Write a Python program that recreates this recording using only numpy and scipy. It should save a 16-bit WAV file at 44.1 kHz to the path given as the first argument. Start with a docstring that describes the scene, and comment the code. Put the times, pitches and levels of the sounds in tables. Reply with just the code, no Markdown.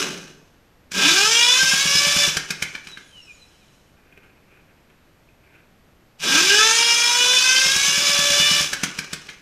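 """A gear rattle dies away first; then an electric starter cranks an old V-twin motorcycle twice, but it never fires.
Straight-cut gears whine in harmonics of the mesh rate and rasp as scraped noise, both coloured by their housing.
At speed the cylinders puff in uneven pairs: short pushes and noise bursts that ring the frame.
After each release noise bursts clack through the backlash, and a coasting armature whistles thinly downward.
A hand rubs and ticks lightly between the bursts; a small workshop reflects it all over faint air and whistle."""
import sys
import numpy as np
from scipy import signal
from scipy.fft import rfft, irfft
from scipy.io import wavfile

SR = 44100
rng = np.random.default_rng(int(sys.argv[2]) if len(sys.argv) > 2 else 0)


def master(y):
    """Save y as 16-bit WAV."""
    cut = np.clip(np.atleast_2d(y).T, -1, 1)
    pcm = np.round(cut * 32767)  # scale
    wavfile.write(sys.argv[1], SR, pcm.astype(np.int16))


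N = 414981
TIME = np.arange(N) / SR  # s

# armature coasting: (whistle emerges [s], rotor at rest [s], relative level [dB])
COASTS = [(2.881, 3.95, -57), (9.051, 10.33, -68)]
# drive taking up its slack: (time [s], relative peak [dB], relative treble against middle [dB])
CLACKS = [(0.914, -31, -1), (2.365, -16, -6), (2.502, -18.5, -6.5), (2.62, -18, -5.5), (2.747, -23.5, -30),
          (2.867, -29, -21), (2.925, -48, -16), (2.969, -30.5, -29), (8.728, -16.5, -7.5),
          (8.809, -33, -12), (8.831, -14, -7), (8.984, -20.5, -7.5), (9.128, -22.5, -4), (9.285, -25, -38)]
# frame resonances: (centre [Hz], width [Hz], height over the broad response [dB])
FRAME_RINGS = [(151.5, 18, 5.8)]


def undb(db):
    """Amplitude ratio from its logarithmic measure in decibels."""
    return 10 ** (np.asarray(db) / 20)


def unit(x):
    """Normalisation to a root-mean-square of 1."""
    return x / np.sqrt(np.mean(x ** 2))


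def noise():
    """White noise: equal mean power at every frequency."""
    return rng.standard_normal(N)


def walk(rate):
    """Random modulation: linear interpolation between random knots, rate of them per second, rms 1."""
    knots = rng.standard_normal(2 ** 14)
    return unit(np.interp(TIME * rate, np.arange(len(knots)), knots))


def since(s):
    """Elapsed time in seconds since a moment, zero before it."""
    return np.maximum(TIME - s, 0)


def gate(start, end, fade=0.01295):
    """Rectangular window with Gaussian skirts: one from start to end, fading quickly outside."""
    outside = np.maximum(start - TIME, TIME - end)
    return np.exp(-(np.maximum(outside, 0) / fade) ** 2)


def blow(s, rise, fall):
    """Envelope of one contact: a quadratic rise, then exponential decay, within half a second."""
    envelope = np.zeros(N)
    span = slice(int(s * SR), int(s * SR) + SR // 2)
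    age = TIME[span] - s
    attack = np.clip(age / rise, 0, 1) ** 2
    envelope[span] = attack * np.exp(-np.maximum(age - rise, 0) / fall)
    return envelope


def convolve(x, response):
    """Linear superposition: the sound passes through an impulse response."""
    return signal.fftconvolve(x, response)[:N]


def colour(x, points, peaks=(), size=8192):
    """Minimum-phase filter of unit power: a broad spectrum with resonances on top."""
    f = np.maximum(np.fft.rfftfreq(size, 1 / SR), 1)
    hz, db = np.transpose(points)
    shape_db = np.interp(np.log(f), np.log(hz), db)
    for centre, width, height in peaks:
        shape_db = shape_db + height / (1 + (2 * (f - centre) / width) ** 2)
    # folding the cepstrum onto positive time makes the response causal
    cepstrum = irfft(np.log(undb(shape_db)))[:size // 2]
    cepstrum[0] /= 2
    response = irfft(np.exp(rfft(2 * cepstrum, size)))
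    return convolve(x, response / np.linalg.norm(response))


def workshop(x, t60_low=0.46, t60_high=0.11):
    """Diffuse reverberation of a small cluttered room: dense at once, its treble decaying faster (T60 in s)."""
    t = TIME[:SR]
    scatter = rng.standard_normal(SR)
    low = signal.sosfilt(signal.butter(1, 3500, fs=SR, output="sos"), scatter)
    high = scatter - low
    tail = low * undb(-60 * t / t60_low) + high * undb(-60 * t / t60_high)
    tail = tail * np.clip(t / 0.0019, 0, 1)
    return convolve(x, tail / np.linalg.norm(tail))


def background(air_db=-56):
    """Stationary sound: still room air as coloured noise, and steady sinusoids as an electrical whistle."""
    # room air: (frequency [Hz], relative spectral density [dB])
    air = [(20, -3.5), (128, -4.5), (555, -13), (1140, -18), (1600, -18.5), (2550, -21.5), (3460, -25.5),
           (7000, -32), (10500, -37.5), (12700, -43), (15000, -46.5)]
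    # electrical whistle: (frequency [Hz], rms level [dB])
    whistle_tones = [(11719, -76), (14626, -84)]
    whistle = sum(np.sqrt(2) * undb(db) * np.sin(2 * np.pi * hz * TIME) for hz, db in whistle_tones)
    return undb(air_db) * unit(colour(noise(), air)) + whistle


def handling(tick_db=-4, rub_db=-3, grain_db=4):
    """Friction and impact of a hand on the tank and levers: half-sine swells of grainy noise, and short ticks."""
    # light ticks of the controls: (time [s], relative peak [dB])
    tick_times = [(4.123, -46), (4.1743, -37.5), (4.2313, -52), (4.571, -47.5), (4.8995, -46),
                  (5.2867, -47)]
    # soft rubs: (start [s], length [s], relative level [dB])
    rub_times = [(3.934, 0.45, -58), (4.25, 0.55, -59.5), (4.7, 0.45, -66), (5.398, 0.26, -55.5)]
    # response of the touched parts: (frequency [Hz], relative spectral density [dB])
    touched = [(400, 3), (1000, -11), (1550, 5), (1900, -3), (2500, 7.5), (3100, -9), (4000, -20),
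               (10000, -26)]
    ticks = sum(undb(db + tick_db) * blow(s, 0.0015, 0.0032) for s, db in tick_times)
    rubs = sum(undb(db) * np.sin(np.pi * np.minimum(since(s) / length, 1)) for s, length, db in rub_times)
    grain = undb(rub_db + grain_db * walk(70))
    return colour(noise() * (ticks + rubs * grain), touched)


def drone(rise=.05, fall=0.13):
    """Forced vibration: the slowly turning drive shakes the frame in brief swells of low noise."""
    # drone swells: (start [s], relative level [dB])
    swells = [(0, -34), (.92, -29.5), (6.208, -29.5)]
    # frame response: (frequency [Hz], relative spectral density [dB])
    frame = [(60, -26.5), (125, -29.5), (155, -2), (230, -6), (310, -6), (450, -8.5), (800, -21),
             (8000, -61)]
    shaking = sum(undb(db) * blow(s, rise, fall) for s, db in swells)
    return colour(noise() * shaking, frame, FRAME_RINGS)


def armature(start, rest, level_db, waver=0.0091, patchy_db=6.5, orders_db=(-5, -14, -13, -21),
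             hiss_db=-5.0, lead_s=.1):
    """Commutation noise: brushes skip over the bars, a patchy harmonic whistle falling with speed into hiss."""
    # motor case response: (frequency [Hz], relative level [dB])
    case = [(500, -30), (1800, -15), (2400, -4), (3000, -3), (4500, -10.5), (6500, -8), (9500, -8),
            (11000, -17), (15000, -32)]
    # case resonances: (centre [Hz], width [Hz], height over the broad response [dB])
    case_rings = [(2930, 410, 6), (4000, 200, 14), (5330, 260, 10), (6760, 350, 8)]
    slowing_hz_per_s = 3800  # friction slows the commutator rate steadily
    fade_hz = 2400  # below this rate the whistle fades with the speed
    hz = slowing_hz_per_s * np.clip(rest - TIME, 0, rest - start + lead_s)
    phase = 2 * np.pi * np.cumsum(hz * (1 + waver * walk(600))) / SR
    tone = sum(undb(db + patchy_db * walk(35)) * np.sin((k + 1) * phase) for k, db in enumerate(orders_db))
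    fade = np.minimum(hz / fade_hz, 1)
    hiss = undb(hiss_db) * noise() * np.sqrt(fade)
    return colour(tone * fade ** 2 + hiss, case, case_rings) * gate(start, rest) * undb(level_db)


def run_out(chatter_db=3, lurch_db=1.1, shaken_db=-21, shaken_rise=.014, shaken_s=0.04,
            coasting_db=-4, strain_db=6, strain_s=0.021):
    """Backlash rattle: unloaded teeth make uneven noise after releases, around clacks and in the coasts."""
    # gears running out with the power off: (start [s], relative level [dB], fall [dB/s])
    run_outs = [(0, -23.5, 90.5), (2.269, -35, 33.5), (8.63, -38, 22)]
    # loose drive: (frequency [Hz], relative spectral density [dB])
    rattle = [(100, -18), (250, -1.5), (400, -1), (700, -10.5), (1400, -1.5), (2000, -7.5), (2800, -4),
              (4300, -8.5), (6200, -3.5), (7800, -12), (10500, -18), (15000, -27.5)]
    # its resonances: (centre [Hz], width [Hz], height over the broad response [dB])
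    rattle_rings = [(1620, 180, 3.2), (2540, 140, 11), (2900, 120, 9.4), (3415, 98, 3.8), (4000, 200, 6.3),
                    (5294, 360, 4.9), (6100, 200, 4)]
    released = sum(gate(s, s + 2) * undb(db - fall * since(s)) for s, db, fall in run_outs)
    # the rattle swells as the slack is taken up just before a clack
    strain = sum(gate(s, s, strain_s) * (TIME < s) for s, _, _ in CLACKS)
    shaken = sum(undb(db + shaken_db) * blow(s, shaken_rise, shaken_s) for s, db, _ in CLACKS)
    coasting = 0
    for s, rest, db in COASTS:
        slowing = np.sqrt(np.clip((rest - TIME) / (rest - s), 0, 1))
        coasting = coasting + gate(s, rest) * undb(db + coasting_db) * slowing
    grains = noise() * undb(chatter_db * walk(260) + lurch_db * walk(60))
    # independent noises add in power
    envelope = np.sqrt((released * undb(strain_db * strain)) ** 2 + shaken ** 2 + coasting ** 2)
    return unit(colour(grains, rattle, rattle_rings)) * envelope


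def clacks(rise=0.0053, fall=0.0045, clack_db=1, bright_db=5, lead_s=0.016, lead_db=-19):
    """Impact across backlash: a faint scrape leads a short noise burst with its own balance of treble."""
    # metal contact: (frequency [Hz], relative spectral density [dB])
    metal = [(120, -25.5), (200, -14), (929, -20), (1660, 0), (1980, -7), (2420, 0), (2750, -12.5),
             (3060, -3.5), (3600, -11), (5260, -4), (6530, -8), (7420, -10), (13200, -26), (15000, -27)]
    body, edge = np.zeros(N), np.zeros(N)
    for s, db, treble_db in CLACKS:
        contact = blow(s, rise, fall) + undb(lead_db) * blow(s - lead_s / 2, lead_s / 2, lead_s)
        body += undb(db) * contact
        edge += undb(db + treble_db + bright_db) * contact
    grit = noise()
    low = signal.sosfiltfilt(signal.butter(2, 4000, fs=SR, output="sos"), grit)
    return undb(clack_db) * colour(low * body + (grit - low) * edge, metal)


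def clack_puffs(puff_db=-7, hardness=.4, lead_s=0.0017):
    """Shared impulse: (time [s], relative level [dB]) of puffs with the clacks, stronger for more treble."""
    return [(s - lead_s, db + puff_db + hardness * treble_db) for s, db, treble_db in CLACKS]


def cranking_puffs(hz, first, release, db, overrun_s=.05):
    """Kinematic gearing: (time [s], relative level [dB]) of an uneven pair of puffs in each engine cycle."""
    teeth_per_cycle = 121.3
    second_lag, second_db = .455, 2.5  # the second cylinder: lag in cycles, and a little stronger
    swell_db_per_s = 2.5  # the puffs grow as the cranking goes on
    cycles = np.cumsum(hz) / SR / teeth_per_cycle
    first_cycle = np.interp(first, TIME, cycles)
    puffs = []
    for lag, extra_db in (0, 0), (second_lag, second_db):
        times = np.interp(first_cycle + lag + np.arange(10), cycles, TIME)
        for s in times:
            if s < release + overrun_s:
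                puffs.append((s, db + extra_db + swell_db_per_s * (s - first)))
    return puffs


def cylinders(puffs, push_s=0.000077, thump_db=10, gas_db=-7, gas_s=0.0078):
    """Pressure release: each opening exhaust valve lets out a soft thump and a little rush of air."""
    # one puff: (frequency [Hz], relative spectral density [dB])
    puff = [(30, -17.5), (70, -7), (115, -14), (150, -1.5), (205, -2), (270, -7.5), (340, -15.5),
            (450, -17.5), (1000, -20.5), (8000, -60)]
    pushes = sum(undb(db) * blow(s + 0.00556, push_s, push_s) for s, db in puffs)
    rush = sum(undb(db) * blow(s, 0.0026, gas_s) for s, db in puffs)
    return colour(undb(thump_db) * pushes + undb(gas_db) * noise() * rush, puff, FRAME_RINGS)


def scuffs(puffs, scuff_db=0, rise=.006, fall=.006):
    """Load-dependent friction: the teeth scrape harder for a moment just after each puff begins."""
    # bright scuff of the teeth: (frequency [Hz], relative spectral density [dB])
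    scuff = [(500, -19), (1600, 4.5), (3000, -3), (6000, 1), (10000, -3), (15000, -17.5)]
    jolts = sum(undb(db + scuff_db) * blow(s + 0.0024, rise, fall) for s, db in puffs)
    return colour(noise() * jolts, scuff)


def jolt(puffs, rise=0.004, fall=0.011):
    """Transient disturbance: how far the teeth are thrown out of true after each puff."""
    return sum(blow(s, rise, fall) for s, _ in puffs)


def power(speed, release):
    """Exponential decay: on from the first turn until the switch is released, then dying away."""
    release_db_per_s = 158.5
    return gate(speed[0][0], release + .5) * undb(-release_db_per_s * since(release))


def hum(hz, on, floor_db=-54, flutter_db=1.83, patchy_db=2.4, wobble=0.0038):
    """Forced resonance: the starter rocks on its mount at the mesh rate, most where that meets a resonance."""
    # mount resonances: (centre [Hz], width [Hz], relative hum level [dB])
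    mount = [(310, 70, -28), (410, 34, -32.5), (490.4, 24, -37), (578, 8.2, -40)]
    phase = 2 * np.pi * np.cumsum(hz * (1 + wobble * walk(70))) / SR
    swing = undb(floor_db)
    for centre, width, db in mount:
        swing = swing + undb(db) / (1 + (2 * (hz - centre) / width) ** 2)
    unevenness = undb(flutter_db * walk(170) + patchy_db * walk(14))
    return np.sqrt(2) * np.sin(phase) * on ** 2 * swing * unevenness


def gears(hz, on, upset, upset_db=-6, wobble=.003, slip=0.012, bounce=.07, chatter_hz=440, runout=0.13,
          flutter_db=0.5, surge_db=0.5, shimmer=0.49, wander_db=1.87, contact=0.92, whine_db=2.5,
          rasp_ring=.55, count=9):
    """Gear meshing: tooth harmonics ring the housing, contacts scrape, and pinion runout adds sidebands."""
    # response to speed: (mesh rate [Hz], relative level [dB], relative whine against rasp [dB])
    gear_law = [(154.5, -34.5, -12), (183, -24, -7), (290, -15, -2.5), (400, -16, -.5), (467, -15, 4),
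                (519, -15.5, 2.5), (550, -17, -0.5), (573.5, -16, 1.5), (572.5, -17, -2)]
    # whine and rasp spectra: (frequency [Hz], relative spectral density [dB])
    whine_spectrum, rasp_spectrum = [(300, -22), (700, -7), (950, -4.5), (1150, -7.5), (2000, -4),
                                     (3000, -5), (4250, -6), (5500, 0), (6900, 0.5), (8000, -9), (9500, -8),
                                     (10500, -19.5), (14500, -22)], [(90, -20.5), (170, -14.5), (330, -10.5), (700, -13),
                                                    (1150, -8.5), (1600, -9.5), (2000, -7), (3000, -4),
                                                    (4250, -6), (5500, 0), (6900, -2), (8000, -7.5),
                                                    (9500, -10), (10500, -14), (14500, -20)]
    # housing resonances: (centre [Hz], width [Hz], relative height over the broad response [dB])
    housing = [(820, 46, 4), (967.5, 84, 4.5), (1158, 9.7, 12), (1309, 80, 13), (1592, 130, 15.5),
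               (1652, 230, 4), (2445, 450, 14.5), (2530, 15, 11), (2821, 62, 10), (2950, 91, 14),
               (3100, 89, 4.5), (3277, 240, 8.5), (3492, 135, 16), (3840, 98, -0.5), (3892, 290, 11.5),
               (4680, 300, 8.5), (5136, 79, 9), (5290, 217, 8.5), (5565, 222, 1.5), (5963, 74, 7),
               (6147, 158, 7)]
    law_hz, *law = np.transpose(gear_law)
    level_db, clean_db = (np.interp(hz, law_hz, column) for column in law)
    mesh = np.cumsum(hz * (1 + wobble * walk(70))) / SR
    # the teeth bounce while the drive is still slow
    chatter = np.clip((chatter_hz - hz) / 150, 0, 1)
    # backlash lets the teeth land early or late, which blurs the high orders
    mesh = mesh + (slip + bounce * chatter) * walk(330)
    load = 1 + runout * np.sin(2 * np.pi * mesh / count)
    load = load * undb(flutter_db * walk(170) + surge_db * walk(20))
    live = on > 1e-2
    turn, teeth = mesh[live] - mesh[live][0], np.zeros(N)
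    steps = np.arange(400)
    for k in range(2, 23):
        # an order's strength varies from turn to turn of the pinion, and slowly as the contact patch shifts
        strength = 1 + shimmer * np.interp(turn / count, steps, rng.standard_normal(len(steps)))
        strength *= undb(wander_db * np.interp(turn / count ** 2, steps, rng.standard_normal(len(steps))))
        # each order has its own random phase
        teeth[live] += strength * np.cos(2 * np.pi * (k * turn + rng.random()))
    whine = colour(teeth * load, whine_spectrum, housing)
    scrape = noise() * load * np.exp(-(mesh % 1) / contact)
    rasp = colour(scrape, rasp_spectrum, [(f, width, rasp_ring * db) for f, width, db in housing])
    whine, rasp = whine / whine[live].std(), rasp / rasp[live].std()
    # whine and rasp share the power of the drive; the whine needs load and breaks up at each puff
    song = undb(whine_db + clean_db + upset_db * upset) * on
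    return on * undb(level_db) * (song * whine + rasp) / np.hypot(song, 1)


def scene(drive_wet_db=-11, knock_wet_db=-6):
    """Superposition: starter, engine and hands sound in one room, over its background."""
    # bursts under power: (first puff [s], switch released [s], relative puff level [dB])
    bursts = [(1.626, 2.258, -27.5), (7.655, 8.6, -29.5)]
    # starter speed, one curve per burst: (time [s], tooth mesh rate [Hz])
    speeds = [
        [(.93, 155.3), (1.05, 282.8), (1.14, 366.2), (1.31, 454.7), (1.48, 488), (1.6, 521.6), (1.7, 530.6),
         (1.83, 558), (2.08, 580), (2.24, 582), (2.34, 562.5)],
        [(6.21, 153.2), (6.34, 284), (6.44, 371.4), (6.54, 410.4), (6.62, 436.4), (6.79, 464.5), (7.05, 475.2),
         (7.37, 504.8), (7.62, 522.7), (7.74, 547.3), (7.99, 574.3), (8.37, 577.6), (8.48, 588), (8.61, 582.3),
         (8.71, 565.7)],
    ]
    drive, puffs = drone(), clack_puffs()
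    for speed, (first_puff, release, puff_db) in zip(speeds, bursts):
        hz = np.interp(TIME, *np.transpose(speed))
        on = power(speed, release)
        puffs = puffs + cranking_puffs(hz, first_puff, release, puff_db)
        drive = drive + gears(hz, on, jolt(puffs)) + hum(hz, on)
    drive = drive + cylinders(puffs)
    coasting = sum(armature(*row) for row in COASTS)
    loose = run_out() + coasting + scuffs(puffs) + clacks() + handling()
    room = workshop(undb(drive_wet_db) * drive + undb(knock_wet_db) * loose)
    return (drive + loose + room + background())[None]


def record(dry):
    """Band limitation: a steep elliptic low-pass removes the extreme treble."""
    top_hz = 15250
    return signal.sosfilt(signal.ellip(12, .2, 80, top_hz, fs=SR, output="sos"), dry)


dry = scene()
out = record(dry)
master(out)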